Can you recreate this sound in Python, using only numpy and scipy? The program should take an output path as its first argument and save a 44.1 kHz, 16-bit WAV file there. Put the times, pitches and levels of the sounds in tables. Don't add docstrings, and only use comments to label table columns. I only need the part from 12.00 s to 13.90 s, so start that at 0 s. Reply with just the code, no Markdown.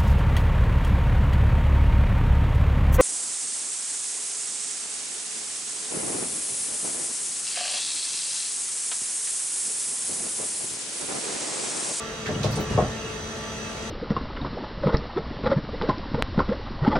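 import sys
import numpy as np
from scipy import signal
from scipy.fft import rfft, irfft
from scipy.io import wavfile
from scipy.ndimage import uniform_filter1d

SR = 44100
rng = np.random.default_rng(int(sys.argv[2]) if len(sys.argv) > 2 else 0)


def pcm_store(signal):
    levels = np.round(np.clip(np.atleast_2d(signal), -1, 1) * 32767)
    wavfile.write(sys.argv[1], SR, levels.astype(np.int16).T)


N = 83790
TIME = np.arange(N) / SR
FREQS = np.maximum(np.arange(N // 2 + 1) * SR / N, 1)
SIDES = np.array([[1], [-1]])


def undb(db):
    return 10 ** (np.asarray(db) / 20)


def curve(points, axis=1):
    table = np.array(points, float)
    return np.interp(np.log(FREQS), np.log(table[:, 0]), table[:, axis])


def pan(db):
    return undb(SIDES * db / 2)


def drift(rate_hz):
    step = int(SR / rate_hz)
    held = np.repeat(rng.standard_normal(128), step)[:N]
    smooth = uniform_filter1d(uniform_filter1d(held, step), step)
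    return smooth / smooth.std()


# (frequency [Hz], left-right correlation, pan [dB])
CABINET_IMAGE = [(60, 1, 0), (130, 0.96, 0), (290, 0.89, 1.5), (640, 0.74, 0.5), (1310, 0.37, -2),
                 (2640, .1, -3), (4300, 0.31, -3.5), (6740, 0.13, 5), (10900, 0.097, -1.5),
                 (13700, 0.22, 0)]

def noise(spectrum, pan_db=None):
    mid, side = rfft(rng.standard_normal((2, N)))
    correlation = np.clip(curve(CABINET_IMAGE), -1, 1)
    if pan_db is None:
        pan_db = curve(CABINET_IMAGE, axis=2)
    stereo = mid * np.sqrt(1 + correlation) + SIDES * side * np.sqrt(1 - correlation)
    coloured = irfft(stereo * spectrum * pan(pan_db), N)
    return coloured / np.sqrt(np.mean(coloured ** 2))


def tone(hz, db, pan_db, flutter_db, shift_rad=None):
    if shift_rad is None:
        shift_rad = rng.uniform(-1.01, 1) * min(np.mean(hz) / 1500, 1) * 1.3
    phase = 2 * np.pi * (np.cumsum(hz) / SR + rng.random())
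    flutter = undb(flutter_db * drift(15.87))
    flutter /= np.sqrt(np.mean(flutter ** 2))
    return np.sqrt(2) * undb(db) * pan(pan_db) * flutter * np.sin(phase + shift_rad * SIDES)


# (frequency [Hz], relative level [dB])
FAN_EQ = [(24, -36), (40, 4), (70, 1.5), (100, -8.5), (145, 4), (185, -4.5), (320, 1.5), (520, 2),
          (720, -0.5), (950, -6), (1300, -4.5), (1650, -3.5), (2300, -8.5), (3200, -6), (5500, -11),
          (7800, -14.5), (10000, -19.5), (10800, -41)]

def fans(level_db=-36.5, flutter_db=0.2, eq_floor_db=-35, ripple_db=5, ripple_step_hz=28.33):
    ripple = np.interp(FREQS / ripple_step_hz, np.arange(2048), rng.standard_normal(2048))
    depth_db = ripple_db * np.minimum(FREQS / 900, 1)
    colour_db = np.maximum(curve(FAN_EQ), eq_floor_db) + depth_db * ripple
    return undb(level_db + flutter_db * drift(22)) * noise(undb(colour_db))


# (harmonic number, level [dB], pan [dB])
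PUMP_PARTIALS = [(1, -44, 3.5), (2, -43, 3), (3, -55.5, 16), (4, -51.5, 0.5)]
PUMP_HZ = 219.3

def pump():
    pitch = PUMP_HZ * (1 + 0.0055 * drift(20))
    return sum(tone(round(k) * pitch, db, pan_db, flutter_db=2.5) for k, db, pan_db in PUMP_PARTIALS)


def churn(relative_db=-7, half_width_hz=19):
    out = 0
    for k, db, pan_db in PUMP_PARTIALS:
        band = 1 / (1 + ((FREQS - round(k) * PUMP_HZ) / half_width_hz) ** 2)
        out += undb(db + relative_db) * noise(band, pan_db)
    return out


# (pitch [Hz], level [dB], pan [dB])
MOTOR_TONES = [(462, -53, 4), (1164, -50.5, 1), (1661, -57.5, 9), (1806, -56.5, -12), (1956, -61, -12.5),
               (2610, -56, -11), (2774, -56.5, -8), (3052, -58.5, -4), (3400, -61, -3), (6270, -74, 12)]

def motors(waver_hz=2.68):
    return sum(tone(hz + waver_hz * drift(20), db, pan_db, flutter_db=5)
               for hz, db, pan_db in MOTOR_TONES)


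# (level [dB], pan [dB])
WHINE_TONES = [(-54.5, 4), (-48.5, 3.5), (-56, 0)]

def drive_whine(centre_hz=5984, beat_hz=61.5, waver_hz=0.95):
    pitch = centre_hz + waver_hz * drift(10)
    return sum(tone(pitch + (k - 1) * beat_hz, db, pan_db, flutter_db=1.24, shift_rad=0.67)
               for k, (db, pan_db) in enumerate(WHINE_TONES))


# (time [s], level [dB])
RUMBLE_FADER = [(.25, -45), (.30, -28.5), (.38, -34.5), (.46, -29.5), (.55, -32), (.60, -25.5),
                (.66, -37.5), (.72, -27), (.83, -28), (.90, -36), (1.04, -38.5), (1.3, -39.5)]
# (frequency [Hz], relative level [dB])
RUMBLE_EQ = [(20, -38), (40, -7), (70, -2.5), (105, -2), (150, 0), (200, -6.5), (280, -9), (450, -8.5),
             (650, -18), (1000, -17.5), (2500, -27.5), (16000, -81)]

def rumble():
    cue_times, levels_db = np.array(RUMBLE_FADER).T
    return noise(undb(curve(RUMBLE_EQ))) * undb(np.interp(TIME, cue_times, levels_db))


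def burst(start, rise_s, hold_s, t60):
    age = TIME - start
    release = np.exp(-np.log(1000) * np.maximum(age - rise_s - hold_s, 0) / t60)
    return np.clip(age / rise_s, 0, 1) * release


# (time [s], level [dB], centre [Hz], spread [octaves], t60 [s], pan [dB])
HISS_CUES = [(0.256, -33.5, 1860, 0.94, .17, -2), (.265, -34.5, 1700, 0.14, 0.12, -3),
             (.342, -40, 2910, 0.066, 0.14, 0), (0.429, -31.5, 3560, 0.69, 0.26, -4),
             (.432, -48, 7800, .45, 0.084, 15), (.518, -38.5, 4750, 0.2, 0.17, 0),
             (.508, -47, 8400, 0.7, 0.23, 0), (0.553, -40, 8800, 0.13, 0.087, 0),
             (0.553, -39.5, 4770, 0.54, 0.2, -2), (.598, -46, 15000, 0.14, 0.13, -1),
             (.700, -43.5, 5500, 0.49, 0.43, 1)]

def hisses():
    out = 0
    for start, db, hz, octaves, t60, pan_db in HISS_CUES:
        band = np.exp(-.5 * (np.log2(FREQS / hz) / octaves) ** 2)
        out += undb(db) * noise(band, pan_db) * burst(start, rise_s=0.0034, hold_s=0.011, t60=t60)
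    return out


def soften(x, cutoff_hz):
    return signal.sosfilt(signal.butter(2, min(cutoff_hz, SR / 3), fs=SR, output="sos"), x)


# (frequency [Hz], relative level [dB], t60 [s])
BODY_MODES = [(56, -20, 0.22), (107.4, -6, 0.27), (140.4, -1, 0.12), (205.5, -2.5, 0.17),
              (285.6, -8.5, .13), (351.7, -3.5, 0.074), (438.5, -1.5, 0.124), (524, -3.5, 0.12),
              (612.5, -2, 0.2), (728.6, -5.5, 0.28), (892, -6, 0.21), (1092.5, 2, 0.16), (1237, -9.5, 0.24)]

def ring(start, focus_hz, focus_db=6.5, focus_octaves=0.34, contact_s=0.006):
    age = np.maximum(TIME - start, 0)
    modes = 0
    for k, (hz, db, t60) in enumerate(BODY_MODES):
        lift_db = focus_db * np.exp(-.5 * (np.log2(hz / focus_hz) / focus_octaves) ** 2)
        decay = np.exp(-np.log(1000) * age / t60)
        modes += (-1) ** k * undb(db + lift_db) * decay * np.sin(2 * np.pi * hz * age)
    return modes * np.minimum(age / contact_s, 1)


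# (time [s], ring gain [dB], clatter gain [dB], low-pass [Hz], focus [Hz])
CLUNK_CUES = [(.288, -30, -28, 650, 442), (.4405, -28, -24.5, 860, 557), (.571, -29.5, -27, 640, 303),
              (.7745, -22, -23, 1580, 600), (.786, -34, -22.5, 1300, 740), (.7985, -25.5, -24, 1190, 436)]
# (frequency [Hz], relative level [dB])
CLATTER_EQ = [(30, -47), (250, -8.5), (380, -8), (560, -4), (760, -2.5), (900, -12.5), (1100, -14),
              (1400, -22), (2200, -24), (5000, -47), (16000, -60)]

def clunks():
    out = 0
    for start, ring_db, clatter_db, cutoff_hz, focus_hz in CLUNK_CUES:
        body = undb(ring_db) * pan(3) * ring(start, focus_hz)
        panels = noise(undb(curve(CLATTER_EQ))) * burst(start, rise_s=0.0024, hold_s=0, t60=0.25)
        out += soften(body + undb(clatter_db) * panels, cutoff_hz)
    return out


# (time [s], gain [dB], low-pass and focus [Hz])
KNOCK_CUES = [(0.301, -29, 220), (.357, -24.5, 240), (0.401, -26, 168), (0.449, -16.5, 129),
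              (0.475, -27.5, 190), (0.522, -28.5, 171), (0.591, -27, 297), (.704, -26.5, 240),
              (.744, -15.5, 108), (0.784, -26, 131), (0.819, -21, 206), (0.870, -11, 58)]

def knocks():
    return pan(1) * sum(undb(db) * soften(ring(start, hz), hz) for start, db, hz in KNOCK_CUES)


# (time [s], length [s], pitch [Hz], level [dB])
OIL_NOTES = [(0.567, 0.084, 3010, -46), (0.67, 0.11, 2890, -48), (0.956, 0.2, 2823, -46.5)]

def oil_line(half_width_hz=40):
    out = 0
    for start, length, hz, db in OIL_NOTES:
        progress = np.clip((TIME - start) / length, 0, 1)
        swell = np.sqrt(np.abs(np.sin(np.pi * progress)))
        band = 1 / (1 + ((FREQS - hz) / half_width_hz) ** 2)
        out += undb(db) * swell * noise(band, pan_db=-3)
    return out


def scene():
    bed = fans() + pump() + motors() + drive_whine() + churn()
    return bed + rumble() + clunks() + knocks() + hisses() + oil_line()


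def record(dry):
    return signal.sosfilt(signal.ellip(10, .2, 80, 15800, fs=SR, output="sos"), dry)


dry = scene()
out = record(dry)
pcm_store(out)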